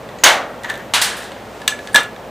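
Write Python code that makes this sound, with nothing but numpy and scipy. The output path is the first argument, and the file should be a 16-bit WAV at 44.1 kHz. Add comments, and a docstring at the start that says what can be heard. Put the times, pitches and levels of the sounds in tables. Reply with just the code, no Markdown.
"""A rivet's mandrel snaps in a hand tool, fastening a long hinge to a sheet-metal panel in a workshop.
The sudden release of stress excites the modes of panel and room, and the peak overloads the microphone.
The tool scrapes off with a few clinks, and two sharp knocks arrive from farther away, mostly as reverberation.
The loose steel handles then clack twice, the second time with a thud as the tool is put down.
Ventilation rumbles behind."""
import sys
import numpy as np
from scipy import signal
from scipy.fft import rfft, irfft
from scipy.io import wavfile

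SR = 44100
rng = np.random.default_rng(int(sys.argv[2]) if len(sys.argv) > 2 else 0)


def generate_wav(signal):
    """Clip the signal to [-1, 1] and save it as 16-bit WAV at the path in sys.argv[1]."""
    frames = np.transpose(np.atleast_2d(signal))
    scaled = np.clip(frames, -1, 1) * 32767
    pcm = np.round(scaled).astype(np.int16)
    wavfile.write(sys.argv[1], SR, pcm)


N = 101429
T = np.arange(N) / SR

# Spectra give shape only: their levels are relative densities.
# fracture of the mandrel: (frequency [Hz], level [dB])
CRACK_SPECTRUM = [(100, -27), (700, -17), (2000, 1.5), (4500, -7), (6300, 6), (8000, -7), (15000, -12)]
# overlapping modes of panel and room: (frequency [Hz], level [dB], T60 [s])
PANEL_BANDS = [(60, -42, .5), (200, -19, 0.47), (407, -11.5, 0.65), (683, 1.5, 0.6), (1020, 0.5, 0.46),
               (1230, -5, 0.66), (1460, -0.5, 0.45), (2080, 0, .4), (2530, -7, 0.39), (3000, -1.5, 0.32),
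               (3800, -4.5, 0.32), (5100, -12.5, 0.3), (6000, -9.5, .29), (9000, -15.5, 0.24),
               (15000, -28.5, 0.26)]
# the panel's distinct modes: (frequency [Hz], level [dB], T60 [s])
PANEL_MODES = [(504, -29, .5), (570, -18.5, 0.88), (699, -22, 0.73), (770, -18, 0.56), (893, -18, 0.4),
               (1134, -26, 0.66), (1368, -22, 0.54), (1450, -19, 0.57), (1527, -13.5, 0.27),
               (1885, -20, 0.52), (2150, -17, 0.25), (3010, -24, 0.21), (4660, -15, 0.25),
               (6500, -6.5, 0.13)]
# contacts in the tool: (time [s], handle level [dB], tick level [dB], tick tilt [dB/octave])
TOOL_CONTACTS = [(0.089, -33.5, -31.5, -5.5), (.1865, -34, -30, -3.5), (0.6342, -29, -26.5, 1.5),
                 (0.645, -25, -27, -1), (.669, -31, -41, -3), (.687, -39, -44, -4), (.693, -33, -30, -1),
                 (0.6989, -12, -19, 1), (0.7396, -52, -27, 0), (0.755, -41, -27.5, -4),
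                 (0.776, -44, -35, 9), (1.3174, -46, -27.5, -3.5), (1.6167, -25, -27, -2.5),
                 (1.6775, -11, 0.5, 2), (1.6822, -34, -13, 1), (1.6918, -34, -22, -5.5),
                 (1.7223, -14.5, -37, -7), (1.790, -23.5, -26.5, -5), (1.8725, -29, -21.5, -3.5),
                 (1.886, -28.5, -31, -6), (1.9305, -39, -33, 4), (1.9444, 2, -10, 10),
                 (1.9486, -15, -5, 2.5), (1.9582, -25, 5.5, -1), (1.9654, 1, -9, 2), (2.005, -16, -25, 8),
                 (2.032, -36, -23.5, 9.5), (2.162, -36, -33, -5)]
# one steel contact: (frequency [Hz], level [dB])
TICK_SPECTRUM = [(100, -18), (600, -19), (1500, 3.5), (2400, 3), (3600, 7.5), (5200, -2), (8000, -1.5),
                 (11000, -9.5), (15000, -16)]
# the tool's small parts: (frequency [Hz], level relative to the tick [dB], T60 [s])
PART_MODES = [(1040, -27, .12), (1940, -25, .06), (2890, -17, .05), (3290, -23, .05), (3486, -13, .03),
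              (3770, -14, .03), (4070, -22, .04), (4502, -19, .04), (6192, -31, .08), (6680, -23, .03),
              (8002, -18, .022), (8800, -23, .025)]
# the handles' note, falling as the grip opens: (time [s], frequency [Hz])
HANDLE_PITCH = [(.66, 1930), (.69, 1760), (1.6, 1712), (1.94, 1705)]
# the nose sliding off the hinge: (time [s], level [dB])
SCRAPE_ENVELOPE = [(.62, -90), (.645, -24.5), (.68, -32.5), (.705, -22), (.73, -31), (.8, -35), (.92, -52),
                   (.95, -90)]
# its friction noise: (frequency [Hz], level [dB])
SCRAPE_SPECTRUM = [(400, -18.5), (800, -3.5), (1300, -10), (1800, 1.5), (2050, -6.5), (2500, -14),
                   (3500, -16), (5000, -31), (6800, -22), (9000, -40), (15000, -36)]
# steel rubbing under load: (time [s], frequency [Hz], level [dB], duration [s])
SQUEAKS = [(0.18, 6800, -49, .055), (1.926, 9130, -44.5, 0.035)]
# the tool landing: (frequency [Hz], level [dB], T60 [s])
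THUD_BANDS = [(40, -41, .1), (200, -2, 0.14), (500, -3.5, 0.35), (1080, 4, 0.22), (1400, -10, 0.15),
              (2010, 2.5, 0.24), (4000, -28, .2)]
# distant impacts: (time [s], level [dB], reverberation tilt [dB/octave], relative crack level [dB])
KNOCKS = [(.9368, -11.5, -1.16, -2), (1.0150, -13, 3, 5), (1.167, -34.5, 8, -1), (1.221, -37.5, 2.5, -4)]
# their reverberation: (frequency [Hz], level [dB], T60 [s])
KNOCK_BANDS = [(200, -27, 0.7), (513, -16, 0.43), (800, -1.5, 0.33), (1170, -3, 0.44), (1640, -0.5, 0.94),
               (2410, -2.5, 0.46), (2860, 0.5, 0.43), (3900, 1.5, 0.33), (5630, -5.5, .32),
               (8900, -6.5, .3), (15200, -20.5, 0.18)]
# the room's response to near sounds: (frequency [Hz], level [dB], T60 [s])
ROOM_BANDS = [(200, -9, 0.31), (870, 1, 0.22), (1700, -1.5, 0.3), (3500, -3.5, 0.21), (6960, -3, 0.19),
              (15000, -4, 0.11)]
# sleeves and hands moving: (time [s], level [dB])
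RUSTLE_ENVELOPE = [(0, -65), (1.4, -61), (1.57, -47.5), (1.7, -51), (1.88, -44.5), (2.1, -72), (2.3, -62)]
# their friction noise: (frequency [Hz], level [dB])
RUSTLE_SPECTRUM = [(300, -35), (1500, 4), (4000, 1), (8000, -3.5), (15000, -16)]
# ventilation airflow: (frequency [Hz], level [dB])
AIR_SPECTRUM = [(20, -30), (42, -13), (75, -15.5), (110, -3), (160, -8), (220, -2), (300, -7), (540, -1),
                (800, -5.5), (1200, -11.5), (2000, -17), (3700, -24), (5000, -29.5), (8500, -33.5),
                (10000, -38), (15000, -36.5)]
# stereo width, side relative to mid: (frequency [Hz], level for blows [dB], diffuse level [dB])
STEREO_WIDTH = [(60, -19, -19), (250, -15, -16.5), (600, -24, -15), (1500, -21.5, -11), (4000, -19.5, -12),
                (9000, -17, -13.5), (12000, -9.5, -8), (15000, -49, -22)]

TILT_FROM_HZ = 790   # a harder or softer contact changes only the treble


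def rivet(give_s=.2365, snap_s=.2388):
    """Impulse excitation: the mandrel yields, then fractures, and the recoil rings the panel's modes."""
    out = np.zeros((2, N))
    crack_decay = decay(t60=.025)
    add(out, give_s, from_db(-3) * noise(PANEL_BANDS, size=SR) * crack_decay)
    add(out, snap_s, from_db(9.5) * noise(CRACK_SPECTRUM, size=SR) * crack_decay)
    panel = from_db(-4.5) * dense_modes(PANEL_BANDS, hold_s=.03) + ring(PANEL_MODES)
    add(out, snap_s, panel * attack(.0036))
    return out


def tool_contacts():
    """Free vibration: each contact ticks and rings the small parts and handles. Returns ticks, ringing."""
    ticks, parts, handle_envelope = np.zeros((3, 2, N))
    size = SR // 4
    handle_pulse = attack(.0014, size) * decay(.073, size)
    for start_s, handle_db, tick_db, tilt_db in TOOL_CONTACTS:
        blow = from_db(tick_db) * attack(.00044, size)
        add(ticks, start_s, blow * noise(TICK_SPECTRUM, size, tilt_db) * decay(.019, size))
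        add(parts, start_s, blow * ring(PART_MODES, size=size))
        add(handle_envelope, start_s, from_db(handle_db) * handle_pulse)
    handle_hz = np.interp(T, *np.transpose(HANDLE_PITCH))
    handles = handle_envelope * np.sin(2 * np.pi * np.cumsum(handle_hz) / SR)
    return ticks, parts + handles


def lift_off(mandrel_s=.705, mandrel_hz=12745, mandrel_db=-49, mandrel_t60=1.5):
    """Sliding friction: the nose scrapes off the hinge; the loose mandrel rings in one lightly damped mode."""
    out = envelope(SCRAPE_ENVELOPE) * noise(SCRAPE_SPECTRUM)
    add(out, mandrel_s, ring([(mandrel_hz, mandrel_db, mandrel_t60)]))
    return out


def squeaks(bandwidth_hz=150):
    """Forced resonance: the friction of steel on steel drives one narrow mode."""
    out = np.zeros((2, N))
    radius = np.exp(-np.pi * bandwidth_hz / SR)
    for start_s, hz, db, duration_s in SQUEAKS:
        feedback = [1, -2 * radius * np.cos(2 * np.pi * hz / SR), radius ** 2]
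        rub = signal.lfilter([1, 0, -1], feedback, rng.standard_normal(SR))
        size = int(duration_s * SR)
        add(out, start_s, from_db(db) * rub[:size] / rub.std() * signal.windows.tukey(size, .3))
    return out


def thud(landing_s=1.947):
    """Damped impact: the tool's weight lands and excites modes that die quickly."""
    out = np.zeros((2, N))
    add(out, landing_s, from_db(-15) * dense_modes(THUD_BANDS, hold_s=.0097) * attack(.0013))
    return out


def distant_knocks():
    """Reverberant field: a small hard object bounces far off, so reflections outweigh the direct crack."""
    out = np.zeros((2, N))
    for start_s, db, tilt_db, crack_db in KNOCKS:
        crack = from_db(crack_db) * noise(KNOCK_BANDS, size=SR, tilt_db=-3) * decay(t60=.024)
        far_end_tail = from_db(-12.5) * noise(KNOCK_BANDS, size=SR, tilt_db=-4.5) * decay(t60=.99)
        reverberation = dense_modes(KNOCK_BANDS, hold_s=.011, tilt_db=tilt_db)
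        add(out, start_s, from_db(db) * (crack + far_end_tail + reverberation) * attack(.00034))
    return out


def workshop_reflections(sound):
    """Convolution with a diffuse impulse response gives the reflections from bench, floor and walls."""
    response = dense_modes(ROOM_BANDS) * attack(.0084)
    response /= np.sqrt(np.sum(response[0] ** 2))
    return from_db(-9.5) * signal.fftconvolve(sound, response, axes=1)[:, :N]


def sleeves():
    """Friction of moving sleeves and hands radiates faint broadband noise."""
    return envelope(RUSTLE_ENVELOPE) * noise(RUSTLE_SPECTRUM, diffuse=True)


def ventilation(hum_hz=57.3):
    """Broadband and tonal fan noise: a steady rumble of air and the hum of the motor."""
    rumble = from_db(-33) * noise(AIR_SPECTRUM, diffuse=True)
    return rumble + from_db(-49) * np.sin(2 * np.pi * hum_hz * T)


def ring(modes, spread_db=2.0, size=SR):
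    """Modal superposition: damped sinusoids, each varying in strength and sign from blow to blow."""
    out = np.zeros(size)
    for hz, db, t60 in modes:
        amplitude = from_db(db + spread_db * rng.normal()) * rng.choice([-1, 1])
        out += amplitude * np.sin(2 * np.pi * hz * T[:size]) * decay(t60, size)
    return out


def dense_modes(bands, hold_s=0, tilt_db=0):
    """Modal overlap: one second of noise in which each band holds, then decays at its own rate."""
    spectrum = rfft(noise(bands, size=SR, tilt_db=tilt_db))
    hz = np.maximum(np.fft.rfftfreq(SR, 1 / SR), 1)
    centres, _, t60s = np.transpose(bands)
    age = np.maximum(T[:SR] - hold_s, 0)
    out = np.zeros((2, SR))
    for selector, t60 in zip(np.eye(len(bands)), t60s):
        band_gain = np.interp(np.log(hz), np.log(centres), selector)
        out += irfft(spectrum * band_gain, SR) * np.exp(-np.log(1000) * age / t60)
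    return out


def noise(spectrum, size=N, tilt_db=0, diffuse=False):
    """Random phases give nearly centred stereo noise of mid rms 1; the treble tilts by tilt_db per octave."""
    hz = np.maximum(np.fft.rfftfreq(size, 1 / SR), 1)
    gain = from_db(at_hz(spectrum, hz) + tilt_db * np.log2(np.maximum(hz, TILT_FROM_HZ)))
    width = from_db(at_hz(STEREO_WIDTH, hz, column=2 if diffuse else 1))
    phasors = np.exp(2j * np.pi * rng.random((2, len(hz))))
    mid, side = irfft([gain, gain * width] * phasors, size)
    return (mid + side * [[1], [-1]]) / mid.std()


def attack(time_constant_s, size=SR):
    """Exponential approach to full amplitude."""
    return 1 - np.exp(-T[:size] / time_constant_s)


def decay(t60, size=SR):
    """Exponential damping by 60 dB in t60 seconds."""
    return np.exp(-np.log(1000) * T[:size] / t60)


def envelope(table):
    """Amplitude over time, interpolated in decibels."""
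    return from_db(np.interp(T, *np.transpose(table)))


def at_hz(table, hz, column=1):
    """Interpolation of one column on a logarithmic frequency axis."""
    table = np.array(table)
    return np.interp(np.log(hz), np.log(table[:, 0]), table[:, column])


def from_db(db):
    """Level to amplitude ratio."""
    return 10 ** (np.asarray(db) / 20)


def add(out, start_s, sound):
    """Superpose a sound from start_s onward."""
    start = int(start_s * SR)
    out[:, start:start + sound.shape[-1]] += sound[..., :N - start]


def scene():
    """Linear superposition of all sources at the microphones."""
    ticks, ringing = tool_contacts()
    room = workshop_reflections(ticks + from_db(-10) * ringing)   # ringing reaches the room more weakly
    foreground = rivet() + distant_knocks() + ticks + ringing + squeaks() + lift_off() + thud()
    return foreground + room + ventilation() + sleeves()


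def record(dry, hardness=7.7, low_cut_hz=42, high_cut_hz=15400):
    """Saturation flattens the loudest peaks; band limiting removes the deep bass and extreme treble."""
    clipped = dry / (1 + np.abs(dry) ** hardness) ** (1 / hardness)
    highpass = signal.butter(2, low_cut_hz, "high", fs=SR, output="sos")
    lowpass = signal.ellip(10, .2, 70, high_cut_hz, fs=SR, output="sos")
    return signal.sosfilt(lowpass, signal.sosfilt(highpass, clipped))


dry = scene()
out = record(dry)
generate_wav(out)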